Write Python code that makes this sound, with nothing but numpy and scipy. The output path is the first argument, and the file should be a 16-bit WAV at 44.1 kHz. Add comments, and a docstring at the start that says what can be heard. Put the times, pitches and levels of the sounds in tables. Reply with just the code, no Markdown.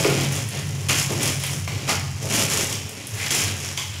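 """Crinkling, crunching and sliding: a woven plastic sack of nuts is shaken in a bare concrete room.
Each pull sets off dense tiny clicks in the weave, the nuts and the shifting load. Now and then
a fold snaps, nuts clack, the load slaps or a bumped hollow tub rings; the sack scrapes the floor
once, and a short creak comes near the end. Behind it a distant engine throbs in the room's
low resonances and slowly fades, over a faint motor hum."""
import sys
import numpy as np
from scipy import signal
from scipy.fft import rfft, irfft
from scipy.io import wavfile
from scipy.ndimage import uniform_filter1d

SR = 44100
rng = np.random.default_rng(int(sys.argv[2]) if len(sys.argv) > 2 else 0)


def transcribe(signal):
    """Save signal, clipped to [-1, 1], as a 16-bit WAV file at the path in sys.argv[1]."""
    frames = np.atleast_2d(signal).T
    limited = np.clip(frames, -1, 1)
    pcm = np.round(limited * 32767).astype(np.int16)
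    wavfile.write(sys.argv[1], SR, pcm)


N = 176400
T = np.arange(N) / SR


# Each row: start, rise and hold in seconds, then crinkle, crunch and slide levels in dB.
PULLS = [(-.03, 0.014, .005, -23.5, -26, -30), (0.043, 0.0046, 0.2, -30.5, -29.5, -29),
         (0.297, 0.028, 0.074, -32, -35, -34.5), (0.478, 0.073, 0.044, -36.5, -35, -36),
         (0.66, 0.029, 0.21, -43.5, -47, -41.5), (0.885, 0.0093, 0.022, -23.5, -21.5, -30.5),
         (0.934, .05, 0.023, -24, -28.5, -48), (1.086, 0.019, 0.088, -33.5, -36, -29),
         (1.187, 0.036, 0.072, -27, -28.5, -30.5), (1.386, 0.066, 0.014, -33, -32.5, -46),
         (1.485, 0.035, 0.038, -34, -53, -38.5), (1.667, 0.027, 0.15, -41.5, -39, -39),
         (1.864, 0.034, 0.01, -25, -25, -30), (2.193, 0.039, 0.076, -34.5, -42, -36.5),
         (2.276, 0.07, 0.082, -23.5, -25.5, -28), (2.478, 0.038, 0.11, -25, -28.5, -32.5),
         (2.668, .035, 0.022, -31.5, -35, -36), (2.757, 0.037, 0.26, -66, -49, -43),
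         (2.953, .04, 0.02, -47, -43.5, -55), (3.07, 0.093, 0.053, -37, -43, -41),
         (3.149, 0.11, 0.014, -30.5, -29.5, -46), (3.305, 0.0031, 0.12, -25, -27.5, -34.5),
         (3.445, 0.025, 0.03, -35, -33, -36.5), (3.51, 0.11, 0.085, -34, -38.5, -43),
         (3.778, 0.0092, 0.016, -34.5, -34.5, -67), (3.917, 0.014, 0.034, -47, -40, -68)]
# Weave, nut and load spectra. Each row: frequency in Hz, relative density in dB.
CRINKLE_SPECTRUM = [(2000, -5.5), (3600, -9), (4400, -12.5), (5400, 1.5), (6300, -0.5), (7200, 0.5),
                    (8000, -6), (8900, -7), (9900, -6.5), (11200, -9), (12600, -15), (15500, -21)]
CRUNCH_SPECTRUM = [(400, -26.5), (750, -10), (1000, -10), (1500, -7), (2000, -1.5), (2400, 1), (3100, 0),
                   (3800, -6), (5000, -4.5), (9000, -76)]
SLIDE_SPECTRUM = [(50, -26), (130, 0), (185, 3), (235, 0.5), (290, 1), (345, 0.5), (450, -2), (540, -4),
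                  (650, -5.5), (760, -9.5), (1100, -12), (2500, -41.5)]

def sack(top_hz=7950, neutral_db=-35.5, top_db_per_db=0.33):
    """The weave crinkles, the nuts crunch and the load slides under the same pulls."""
    crinkle = coloured(grains(per_s=4500, spread_db=4.5, clump_db=1.8, clump_s=0.005), CRINKLE_SPECTRUM)
    crunch = coloured(grains(per_s=2500, spread_db=2.5, clump_db=1.5, clump_s=0.008), CRUNCH_SPECTRUM)
    slide = coloured(grains(per_s=1500, spread_db=2, clump_db=2, clump_s=0.013), SLIDE_SPECTRUM)
    crinkle, crunch, slide = [evened(room(x, wet_db=-3.5), span_s=0.048) for x in (crinkle, crunch, slide)]
    pull = pull_gain(0, rest_db=-40.5)
    top = signal.sosfiltfilt(butter(top_hz, "high"), crinkle)
    crinkle += top * ((pull / from_db(neutral_db)) ** top_db_per_db - 1)  # hard pulls are brighter
    return crinkle * pull + crunch * pull_gain(1, rest_db=-44) + slide * pull_gain(2, rest_db=-51)


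def pull_gain(layer, rest_db, release_db_per_s=122):
    """Gain of one sack layer: each pull rises, holds and dies away to the resting level."""
    power = from_db(rest_db) ** 2
    for start_s, rise_s, hold_s, *levels_db in PULLS:
        attack = np.clip((T - start_s) / rise_s, 0, 1)
        release_db = release_db_per_s * np.maximum(T - start_s - rise_s - hold_s, 0)
        power += (attack * from_db(levels_db[layer] - release_db)) ** 2
    return np.sqrt(power)


# Each row: start in seconds, relative crack and tick levels in dB.
SNAPS = [(0.0465, -27, -34), (.2089, -33, -31), (0.3225, -32, -28), (0.353, -29, -29), (0.488, -33, -30),
         (0.67, -44, -35.5), (.815, -36, -40), (0.886, -18.5, -28), (1.12, -42, -29), (1.2305, -27, -17.5),
         (1.257, -21, -24), (1.275, -19, -27), (1.3994, -28, -30), (1.4366, -23, -23), (1.466, -31, -25),
         (1.513, -35, -28), (1.677, -28, -45), (2.4977, -31, -31), (2.52, -30, -25), (2.727, -20.5, -24.5),
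         (2.8923, -35, -30.5), (3.07, -33.5, -27.5), (3.1516, -40, -33), (3.306, -14.5, -27),
         (3.349, -18, -21), (3.6468, -23.5, -38), (3.7752, -17.5, -28)]
# Each row: frequency in Hz, relative density in dB.
CRACK_SPECTRUM = [(1500, -31), (2300, -10), (3200, 6.5), (4300, -8.5), (5500, 2), (7200, 0.5), (8400, -9),
                  (12000, -20)]
TICK_SPECTRUM = [(5000, -39), (8000, -1), (9800, 7), (11000, 0.5), (12500, -6.5), (15500, -7)]

def fold_snaps(decay_s=0.003):
    """A fold of the sack snaps with a crack and a higher tick."""
    cracks = coloured(bursts([(s, db) for s, db, _ in SNAPS], decay_s), CRACK_SPECTRUM)
    ticks = coloured(bursts([(s, db) for s, _, db in SNAPS], decay_s), TICK_SPECTRUM)
    return room(cracks, wet_db=3.5) + room(ticks, wet_db=-0.5)


# Each row: peak time in seconds, relative level in dB.
CLACKS = [(.0455, -18.5), (.898, -21.5), (1.4366, -25), (1.6765, -27), (2.765, -37), (3.407, -26),
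          (3.7755, -28)]
SLAPS = [(.06, -26), (.903, -35.5), (1.897, -24), (1.92, -32)]
# Each row: frequency in Hz, relative density in dB.
CLACK_SPECTRUM = [(500, 0), (800, 1), (1030, 4), (1400, -3), (1900, -7), (2200, 8), (2550, 3), (2900, -0.5),
                  (5000, -14), (12000, -17)]
SLAP_SPECTRUM = [(150, -19), (280, 4.5), (450, -15), (650, 0.5), (850, -0.5), (1050, -5), (1250, 1),
                 (1600, -7), (2200, -1), (3200, -24), (5000, -3.5), (10000, -35)]

def nut_knocks():
    """Nuts clack together; the dropping load slaps the sack with a softer onset."""
    clacks = coloured(bursts(CLACKS, decay_s=0.0069), CLACK_SPECTRUM)
    slaps = coloured(bursts(SLAPS, decay_s=0.016, rise_s=0.022), SLAP_SPECTRUM)
    return room(clacks + slaps, wet_db=0)


# Each row: start in seconds, relative level in dB, pitch favoured by the contact point in Hz.
BUMPS = [(0.0, -22.5, 700), (.044, -14.5, 422), (1.101, -27.5, 430), (2.242, -28, 680), (2.395, -26, 690),
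         (2.586, -28.5, 600)]
# Each row: frequency in Hz, relative level in dB, T60 in seconds.
TUB_MODES = [(299, -13.5, 1), (340, -2, 0.5), (396, -1, 0.56), (429, -4.5, 0.51), (495, -8.5, 0.72),
             (552, -3, 0.47), (648, -3.5, 0.26), (876, -11, 0.64), (930, -17, 0.26), (1210, -9, 0.4)]

def tub(falloff_db_per_octave=11):
    """Each bump rings the hollow tub's modes, less so away from its favoured pitch."""
    out = 0
    for start_s, level_db, favoured_hz in BUMPS:
        blow = from_db(level_db) * (np.arange(N) == int(start_s * SR))
        modes = [(hz, db - falloff_db_per_octave * abs(np.log2(hz / favoured_hz)), t60_s)
                 for hz, db, t60_s in TUB_MODES]
        out += ring(blow, modes)
    return signal.sosfilt(butter([240, 1800], "band"), out)


# Each row: start in seconds, length in seconds, level in dB.
SCRAPES = [(3.158, 0.14, -32)]
# Each row: frequency in Hz, relative density in dB.
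SCRAPE_SPECTRUM = [(900, -26), (1500, -13), (1950, 0), (2300, 0), (2800, -6), (3600, -15), (7000, -28)]

def floor_scrape():
    """Stick-slip grains swell and stop as the sack is dragged."""
    gain = 0
    for start_s, length_s, db in SCRAPES:
        progress = np.clip((T - start_s) / length_s, 0, 1)
        gain += from_db(db) * np.sqrt(np.abs(np.sin(np.pi * progress)))
    slips = coloured(grains(per_s=1800, spread_db=3, clump_db=2, clump_s=0.008), SCRAPE_SPECTRUM)
    return room(gain * rms_one(slips), wet_db=-5)


def creak(start_s=3.777, start_hz=1140, fall_hz_per_s=3030, fade_s=0.079, level_db=-37.5):
    """A rough tone sinks and fades after the last snap."""
    age_s = np.maximum(T - start_s, 0)
    pitch_hz = start_hz - fall_hz_per_s * np.minimum(age_s, 2 * fade_s)
    tone = np.sin(2 * np.pi * np.cumsum(pitch_hz) / SR)
    roughness = evened(signal.sosfilt(butter(70, "low"), rng.standard_normal(N)), span_s=0.04)
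    gain = from_db(level_db) * (age_s > 0) * np.exp(-(age_s / fade_s) ** 2)
    return room(gain * roughness * tone, wet_db=-5)


# Each row: time in seconds, levels in the lower and upper room modes in dB.
ENGINE_LEVELS = [(0.0, -30, -26.5), (0.27, -36.5, -24), (0.48, -27.5, -34), (0.54, -44, -40),
                 (0.6, -32.5, -28.5), (1.45, -33.5, -30), (1.78, -29, -33), (1.9, -48, -34),
                 (1.98, -29, -31), (2.17, -33, -32), (2.86, -35.5, -40), (2.91, -53, -51),
                 (3.14, -31, -42.5), (3.4, -45, -34), (3.45, -28.5, -39.5), (3.83, -42, -38.5),
                 (3.9, -32, -46), (4.0, -37, -41)]
# Each row: frequency in Hz, relative level in dB, T60 in seconds.
LOWER_ROOM_MODES = [(93.4, 30, 0.39), (111, 23, 0.96)]
UPPER_ROOM_MODES = [(136.64, -4.5, 0.4), (153.9, -13, 0.42), (177.5, -18, 0.75)]
# Each row: frequency in Hz, relative density in dB.
RUMBLE_SPECTRUM = [(20, -26), (35, -15), (48, -12), (58, -13), (72, 5), (120, 1), (200, -0.5),
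                   (300, -14), (1000, -31)]

def engine(firings_per_s=14.9, jitter_s=0.0022, spread_db=1.5, exhaust_db=-30, rumble_db=-47):
    """Uneven firings and exhaust noise ring the low room modes, over a broad rumble."""
    times_s, lower_db, upper_db = np.transpose(ENGINE_LEVELS)
    lateness, weakness = rng.standard_normal((100, 2)).T
    firing_at = (np.abs(np.arange(100) / firings_per_s + jitter_s * lateness) * SR).astype(int)
    drive = from_db(exhaust_db) * rng.standard_normal(N + SR)  # 1 s lead-in: already running
    inside = firing_at < len(drive)
    drive[firing_at[inside]] += from_db(-spread_db * weakness[inside])
    throb = 0
    for modes, levels_db, band_hz in ((LOWER_ROOM_MODES, lower_db, [88, 130]),
                                      (UPPER_ROOM_MODES, upper_db, [115, 180])):
        boom = signal.sosfilt(butter(band_hz, "band"), ring(drive, modes))
        throb += evened(boom, span_s=0.13)[SR:] * from_db(np.interp(T, times_s, levels_db))
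    swing_db = 0.81 * np.interp(T, times_s, upper_db - upper_db.mean())
    rumble = rms_one(coloured(rng.standard_normal(N), RUMBLE_SPECTRUM))
    return throb + from_db(rumble_db + swing_db) * rumble


# Each row: frequency in Hz, rms level in dB.
HUM_LINES = [(48.4, -72), (96.8, -46.5), (193.6, -51.5)]

def motor_hum():
    """Steady harmonics of a motor."""
    return sum(from_db(db) * np.sqrt(2) * np.sin(2 * np.pi * (hz * T + rng.random()))
               for hz, db in HUM_LINES)


def grains(per_s, spread_db, clump_db, clump_s):
    """Random clicks of uneven size, swelling in clumps."""
    sizes = from_db(spread_db * np.minimum(rng.exponential(1, N), 5)) * rng.choice([-1, 1], N)
    clumps = np.interp(T / clump_s, np.arange(N), rng.standard_normal(N))
    return sizes * (rng.random(N) < per_s / SR) * from_db(clump_db * clumps)


def bursts(events, decay_s, rise_s=1 / SR):
    """One decaying noise burst per event."""
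    gain = 0
    for peak_s, db in events:
        attack = np.clip(1 + (T - peak_s) / rise_s, 0, 1)
        gain += from_db(db) * attack * np.exp(-np.maximum(T - peak_s, 0) / decay_s)
    return gain * rng.standard_normal(N)


def ring(x, modes):
    """Decaying modes driven by x, neighbours in opposite sign."""
    out = 0
    for k, (hz, db, t60_s) in enumerate(modes):
        radius, angle = np.exp(-np.log(1000) / (t60_s * SR)), 2 * np.pi * hz / SR
        mode = signal.lfilter([0, np.sin(angle)], [1, -2 * radius * np.cos(angle), radius ** 2], x + 1e-18)
        out += (-1) ** k * from_db(db) * mode
    return out


def room(x, wet_db, t60_s=0.66):
    """Direct sound plus a dense tail off bare walls, at unchanged power."""
    t = T[:SR]
    tail = rng.standard_normal(SR) * np.exp(-np.log(1000) * t / t60_s) * (t > 0.004)
    reverb = signal.fftconvolve(x, tail / np.linalg.norm(tail))[:N]
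    wet = from_db(wet_db)
    return (x + wet * reverb) / np.hypot(1, wet)


def coloured(x, spectrum, taps=2048):
    """Minimum-phase filter of unit energy with the given spectrum."""
    hz, db = np.transpose(spectrum)
    shape_db = np.interp(np.log(np.linspace(1, SR / 2, taps + 1)), np.log(hz), db)
    cepstrum = irfft(np.log(from_db(shape_db)))
    response = irfft(np.exp(rfft(2 * cepstrum[:taps], 2 * taps)))[:taps]
    return signal.fftconvolve(x, response / np.linalg.norm(response))[:N]


def evened(x, span_s):
    """Hold the running rms at 1, keeping faster detail."""
    return x / np.sqrt(np.maximum(uniform_filter1d(x ** 2, int(span_s * SR)), 1e-12))


def butter(hz, kind):
    """Order-2 filter sections."""
    return signal.butter(2, hz, kind, fs=SR, output="sos")


def rms_one(x):
    """Scale to rms 1."""
    return x / np.sqrt(np.mean(x ** 2) + 1e-20)


def from_db(db):
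    """Decibels to gain."""
    return 10 ** (np.asarray(db) / 20)


def scene():
    """All sources summed, the same on both channels."""
    handling = sack() + floor_scrape() + from_db(5) * (fold_snaps() + nut_knocks()) + tub() + creak()
    return np.tile(handling + engine() + motor_hum(), (2, 1))


def record(dry, peak_limit=0.57, cutoff_hz=15600):
    """Soft clip, then a steep low-pass."""
    rounded = peak_limit * np.tanh(dry / peak_limit)
    return signal.sosfilt(signal.ellip(12, 0.1, 90, cutoff_hz, fs=SR, output="sos"), rounded)


dry = scene()
out = record(dry)
transcribe(out)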